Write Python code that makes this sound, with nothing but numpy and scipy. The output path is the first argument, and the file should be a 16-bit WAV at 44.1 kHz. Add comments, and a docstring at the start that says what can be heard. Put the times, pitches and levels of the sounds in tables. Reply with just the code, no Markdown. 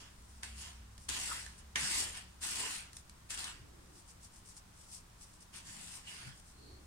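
"""Two hands dig through dry, crumbly groundbait in a plastic bowl, over a low hum and faint room noise.
For 3.5 s fingers knock the bowl and plough along its wall: coarse crumbs crunch, fine meal hisses,
and the bowl bumps on the table. From 4 s pinches of meal trickle back from the hand.
At 5.5 s softer strokes return, and a last shove of the heap with a thin swish ends the scene.
A small room adds a short tail to the bowl's sounds."""
import sys
import numpy as np
from scipy import signal
from scipy.fft import rfft, irfft, next_fast_len
from scipy.io import wavfile
from scipy.ndimage import uniform_filter1d, map_coordinates

SR = 44100
rng = np.random.default_rng(int(sys.argv[2]) if len(sys.argv) > 2 else 0)


def output_pcm(signal):
    """Save a mono or channel-first signal as 16-bit PCM at the path in sys.argv[1].

    Samples are clipped to [-1, 1] before scaling.
    """
    pcm = np.clip(np.atleast_2d(signal).T, -1, 1) * 32767
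    wavfile.write(sys.argv[1], SR, np.round(pcm).astype(np.int16))


N = 302526
TIME = np.arange(N) / SR
# stereo image of the crumbs: f/Hz, left-right likeness (clipped to -1..1)
CRUMB_LIKENESS = [(150, 1), (330, 0.99), (550, -1.5), (900, -0.1), (1400, 1), (1900, -0.045), (2800, 0.3),
                  (9000, -0.077)]


def amp(db):
    """Decibels to gain."""
    return 10 ** (np.asarray(db) / 20)


def unit(x):
    """Scale to rms 1."""
    return x / np.sqrt(np.mean(x ** 2) + 1e-20)


def along(points, hz):
    """Read a curve of (f/Hz, value) points on a log frequency axis."""
    f, v = np.transpose(points)
    return np.interp(np.log(hz + 1), np.log(f + 1), v)


def wobble(rate):
    """A smooth random curve with `rate` knots a second."""
    return map_coordinates(rng.standard_normal(int(N * rate / SR) + 4), [TIME * rate])


def filtered(x, response):
    """Equalise x with a gain given as a function of frequency."""
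    size = next_fast_len(N + SR // 2)
    return irfft(rfft(x, size) * response(np.fft.rfftfreq(size, 1 / SR)), size)[..., :N]


def resonance(hz, centre, width):
    """Frequency response of one ringing mode."""
    return 1j * hz * width / (centre ** 2 - hz ** 2 + 1j * hz * width)


def stereo(pair, spectrum, likeness):
    """Colour two unrelated signals and blend them as mid and side to a given likeness, rms 1."""
    def mid_side_gains(hz):
        angle = np.arccos(np.clip(along(likeness, hz), -1, 1)) / 2
        return amp(along(spectrum, hz)) * [np.cos(angle), np.sin(angle)]
    mid, side = filtered(pair, mid_side_gains)
    return unit(np.array([mid + side, mid - side]))


def tone(hz, db, wander_hz):
    """A sine of unsteady pitch."""
    return amp(db) * np.sin(2 * np.pi * np.cumsum(hz + wander_hz * wobble(24)) / SR)


def background():
    """The bed: a wavering low hum and an even drone over steady room noise."""
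    hum_fader = [(0, -66), (0.35, -54), (1.7, -57.5), (2.5, -61.5), (4.2, -64.5), (6.35, -79), (6.55, -59),
                 (6.86, -59)]  # ride of the hum: t/s, level/dB
    hum_tones = [(65.3, 1.5, 4.3), (94.9, -11.5, 3.35), (219.8, -14, 0.88)]  # partials: f/Hz, level against the fader/dB, pitch wander/Hz
    air_spectrum = [(10, -10), (20, -6), (45, -6), (100, -6.5), (150, -13.5), (250, -17.5), (520, -24),
                    (1050, -20), (2400, -27.5), (5700, -29.5), (9000, -30), (11500, -37.5), (15800, -38.5)]  # colour of the room noise: f/Hz, relative level/dB
    air_likeness = [(60, 0.97), (130, 0.97), (260, 0.39), (600, 0), (1200, 0.0055), (2500, 0)]  # its stereo image: f/Hz, left-right likeness
    level = amp(np.interp(TIME, *np.transpose(hum_fader)) + 2.8 * wobble(19))
    hum = level * sum(tone(*row) for row in hum_tones)
    drone = tone(hz=177, db=-71, wander_hz=2.914)
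    air = amp(-59.5) * stereo(rng.standard_normal((2, N)), air_spectrum, air_likeness)
    return hum + drone + air


def room(x, count=5):
    """A short diffuse reverb; the moving hands are mimicked by feeding another tail every 0.1 s."""
    decay = [(150, 0.2), (2000, 0.28), (12000, 0.045)]  # reverb time: f/Hz, t60/s
    hz, t, noise = signal.stft(rng.standard_normal((count, 2, SR // 3)), SR, nperseg=256)
    tails = signal.istft(noise * amp(-60 * t / along(decay, hz)[:, None]), SR, nperseg=256)[1]
    active = (TIME * 10).astype(int) % count
    return sum(signal.fftconvolve(x * (active == k), tail / np.linalg.norm(tail[0]), axes=1)[:, :N]
               for k, tail in enumerate(tails))


def placement(hz, lag_s=0.00013):
    """Pan by frequency at constant power; the left side leads and gets much more of the top treble."""
    balance = [(1100, 0), (1800, -3), (3500, -0.5), (7000, -3.5), (8000, 7.5), (9100, 13.5), (11000, 12.5),
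               (15000, 8)]  # pan of the bowl: f/Hz, left minus right/dB
    gains = amp(np.outer([.5, -.5], along(balance, hz)))
    delay = np.exp(1j * np.pi * lag_s * np.outer([1, -1], hz))
    return gains / np.sqrt(np.mean(gains ** 2, axis=0)) * delay


def swells(rows, width, likeness):
    """Irregular slips: bell-shaped swells of resonant noise, its width a fraction of its pitch."""
    out = np.zeros((2, N))
    hz = np.fft.rfftfreq(SR, 1 / SR)
    for at, db, centre, half in rows:
        lo, hi = max(0, round((at - 3 * half) * SR)), min(N, round((at + 3 * half) * SR))
        slips = rfft(rng.standard_normal((2, SR))) * resonance(hz, centre, width * centre) ** 2
        mid, side = irfft(slips, SR)[:, :hi - lo]
        pair = unit(np.array([mid + (1 - likeness) * side, mid - (1 - likeness) * side]))
        span = slice(lo, lo + len(mid))
        out[:, span] += amp(db) * pair * np.exp(-.5 * ((TIME[span] - at) / half) ** 2)
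    return out


def rubbing():
    """Fingertips catch on the plastic in short squeaks; a thin, faint swish comes last."""
    # squeaks and swish: t/s, level/dB, f/Hz, half length/s
    squeaks = [(1.305, -48, 1330, 0.013), (1.3195, -36.5, 1180, .003), (2.63, -54, 950, .04),
               (6.084, -47.5, 2870, 0.0094), (6.24, -62, 1470, .05)]
    swish = [(6.68, -64, 4310, 0.074)]
    return swells(squeaks, width=0.25, likeness=0.44) + swells(swish, width=0.11, likeness=0.12)


def thudding():
    """The low end: the bowl bumps on the table and the buried hand shoves the heap along the bottom."""
    # bumps and shoves: t/s, level/dB, f/Hz, half length/s
    bumps = [(1.11, -59.5, 135, 0.025), (1.843, -50.5, 164, .028), (3.63, -60.5, 100, .03),
             (5.75, -63, 177, .13), (6.28, -52, 129, .02)]
    shoves = [(2.64, -59, 363, 0.047), (3.8, -68, 340, .27), (6.71, -63, 338, .09)]
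    return swells(bumps, width=0.48, likeness=1.0) + swells(shoves, width=0.49, likeness=0.4)


def crumbs(per_s, spread_db, clump_db):
    """Tiny collisions of random size, bunched where the mix gives way."""
    hits = rng.random(N) < per_s / SR
    sizes = amp(spread_db * np.minimum(rng.standard_normal(N), 2) + clump_db * wobble(130))
    return hits * sizes * rng.standard_normal((2, N))


def trickling(dribble_db=-73.5):
    """Meal rubbed between the fingers rains softly on the heap, pinch by pinch, over a thin dribble."""
    pinches = [(.33, -66.5, 0.13), (1.029, -61, .03), (1.592, -59.5, 0.016), (2.972, -57.5, 0.026),
               (3.981, -60, 0.032), (4.1, -58.5, 0.02), (4.247, -55, .02), (4.359, -59, 0.027),
               (4.499, -57.5, 0.031), (4.574, -52, 0.012), (4.814, -61, 0.046), (4.94, -52, 0.038),
               (5.226, -54, 0.017), (5.31, -65, .06), (5.42, -58, 0.014), (6.378, -60.5, 0.027),
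               (6.49, -63.5, 0.028)]  # meal running off the fingers: t/s, level/dB, half length/s
    spill_spectrum = [(1200, -37), (2700, -14), (3800, -13.5), (5300, -3), (6600, -5.5), (9000, 0.5),
                      (10500, -10.5), (12000, -18), (15800, -32)]  # colour of falling meal: f/Hz, relative level/dB
    power = sum(amp(db) ** 2 * np.exp(-((TIME - at) / half) ** 2) for at, db, half in pinches)
    grains = stereo(crumbs(per_s=9000, spread_db=2.5, clump_db=1.8), spill_spectrum, CRUMB_LIKENESS)
    return np.sqrt(power + amp(dribble_db) ** 2) * grains


def tapping(crack_t60_s=0.017, crack_db=-11, ring_db=5, contact_s=0.0026):
    """Nails and hard crumbs hit the bowl: a brief crack, and a ring of the wall that the mix damps."""
    hits = [(0.4322, -23, -14.5), (0.439, -31, -36), (0.979, -35, -21), (1.0898, -17, -18),
            (1.0979, -20, -23), (1.4635, -31.5, -11), (1.7571, -20.5, -0.5), (2.9311, -34, -26),
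            (2.968, -27, -32), (3.0959, -32, -31), (3.3053, -23, -33), (3.375, -26, -14),
            (3.4425, -21, -26)]  # contacts: t/s, relative level/dB, send to the wall/dB
    wall_modes = [(1730, 193, 15.5), (3050, 480, -6), (4770, 290, -7)]  # ring of the plastic: f/Hz, width/Hz, gain/dB
    tick_eq = [(300, -2.5), (1000, -9), (2800, 1), (5500, 3.5), (9200, 5), (11000, -4), (15800, -25)]  # colour of crack and ring together: f/Hz, gain/dB
    t = np.arange(SR // 20) / SR
    cracks, blows = np.zeros((2, 2, N))
    press = np.sin(np.pi * np.minimum(t / contact_s, 1))
    onset = 1 - np.exp(-t / 0.00027)
    for at, db, wall_db in hits:
        grit = rng.standard_normal((2, len(t)))
        span = slice(round(at * SR), round(at * SR) + len(t))
        cracks[:, span] += amp(db + crack_db - 60 * t / crack_t60_s) * grit * onset
        blows[:, span] += amp(db + wall_db + ring_db) * press * rng.standard_normal((2, len(t)))
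    ring = filtered(blows, lambda hz: sum(amp(db) * resonance(hz, f, width) for f, width, db in wall_modes))
    return filtered(cracks + ring, lambda hz: amp(along(tick_eq, hz)))


def shading(x, depth_db):
    """The moving hands shade and reflect the sound, so its colour keeps changing."""
    spectrogram = signal.stft(x, nperseg=512)[2]
    ripple = rng.standard_normal(spectrogram.shape[1:])
    for axis, size in [(0, 7), (0, 5), (1, 12), (1, 8)]:  # smooth over frequency, then time
        ripple = uniform_filter1d(ripple, size, axis)
    return unit(signal.istft(spectrogram * amp(depth_db * unit(ripple)), nperseg=512)[1][:, :N])


def stroke(start, attack, hold, fall_db_per_s, change_db=0):
    """Envelope of one stroke: the hand digs in, pushes for a while, and the mix settles."""
    t = TIME - start
    digging_in = np.clip(t / attack, 0, 1) ** 1.6
    pushing = np.clip((t - attack) / hold, 0, 1)
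    settling = np.maximum(t - attack - hold, 0)
    return digging_in * amp(change_db * (pushing - .5) - fall_db_per_s * settling)


def bite(landing, attack, boost_db=8, decay_s=0.028, hard_attack_s=0.026):
    """A moment of extra crunch: the faster the hand lands, the harder it bites into the coarse crumbs."""
    return amp(boost_db * np.exp(-attack / hard_attack_s - np.maximum(TIME - landing, 0) / decay_s))


def digging(hiss_fall_ratio=1.49, heap_fall_ratio=0.69):
    """Coarse crumbs scrape the wall, fine meal hisses and stops sooner, the dull heap settles last."""
    # hand strokes: t/s, attack/s, hold/s, scrape fall/(dB/s), scrape level/dB, hiss level/dB,
    # hiss change over the hold/dB, heap level/dB
    strokes = [(0.0, 0.0029, .06, 173, -60.5, -63.5, -10, -71.5),
               (0.424, .007, .012, 99, -53, -58.5, 14.5, -78),
               (0.515, 0.1, 0.075, 119, -55.5, -52, -6.5, -73),
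               (1.083, 0.0057, 0.24, 79, -47, -42, 1, -62.5),
               (1.753, .006, 0.25, 91, -43.5, -39, 7.5, -58.5),
               (2.125, 0.023, 0.027, 200, -51.5, -52.5, 9.5, -85),
               (2.401, 0.034, .33, 143, -46.5, -40.5, -4.5, -66.5),
               (3.286, 0.021, .04, 240, -50.5, -44, -3, -76),
               (3.357, 0.034, 0.097, 152, -49, -46.5, -8, -70),
               (5.518, 0.028, 0.018, 123, -55, -52.5, 2.5, -83),
               (5.625, 0.052, 0.29, 141, -57, -51.5, 2.5, -75),
               (6.01, 0.076, 0.2, 196, -54.5, -56.5, -4.5, -72.5)]
    # colours of the three layers: f/Hz, relative level/dB
    scrape_spectrum = [(300, -20.5), (600, -9), (1000, -3), (1350, -4), (1800, 2), (2300, -1), (2800, 2.5),
                       (4000, -4.5), (4800, -2.5), (6500, -6.5), (8500, -18), (14000, -55)]
    hiss_spectrum = [(2500, -17.5), (4500, -5.5), (6200, -6.5), (7600, -1.5), (9200, 0), (10300, -10.5),
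                     (12000, -17.5), (15800, -27)]
    heap_spectrum = [(60, -34), (130, 2), (260, -1), (400, 1), (700, -5), (1100, -7), (2000, -31)]
    power = np.zeros((3, N))
    for start, attack, hold, fall, scrape_db, hiss_db, change_db, heap_db in strokes:
        crunch = bite(start + attack, attack)
        power += np.square([amp(scrape_db) * stroke(start, attack, hold, fall) * crunch,
                            amp(hiss_db) * stroke(start, attack, hold, fall * hiss_fall_ratio, change_db),
                            amp(heap_db) * stroke(start, attack, hold, fall * heap_fall_ratio) * crunch])
    uneven_push = amp(.5 * wobble(25))
    scrape_level, hiss_level, heap_level = np.sqrt(power) * uneven_push
    scrape = stereo(crumbs(per_s=5000, spread_db=0.5, clump_db=0.17), scrape_spectrum, CRUMB_LIKENESS)
    scrape = shading(scrape, depth_db=2.05)
    hiss = stereo(crumbs(per_s=12000, spread_db=-1.5, clump_db=0.8), hiss_spectrum, CRUMB_LIKENESS)
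    hiss = shading(hiss, depth_db=1.94)
    heap = stereo(crumbs(per_s=1500, spread_db=3, clump_db=4.5), heap_spectrum, CRUMB_LIKENESS)
    return scrape_level * scrape + hiss_level * hiss + heap_level * heap


def scene():
    """The mix: the bowl and its reverb, placed in stereo over the bed."""
    rubs, thuds = rubbing(), thudding()
    bowl = digging() + trickling() + tapping() + rubs + thuds
    return filtered(bowl + amp(-8) * room(bowl), placement) + background()


def record(dry, top_hz=15850):
    """A brick-wall low-pass trims the very top."""
    return filtered(dry, lambda hz: hz < top_hz)


dry = scene()
out = record(dry)
output_pcm(out)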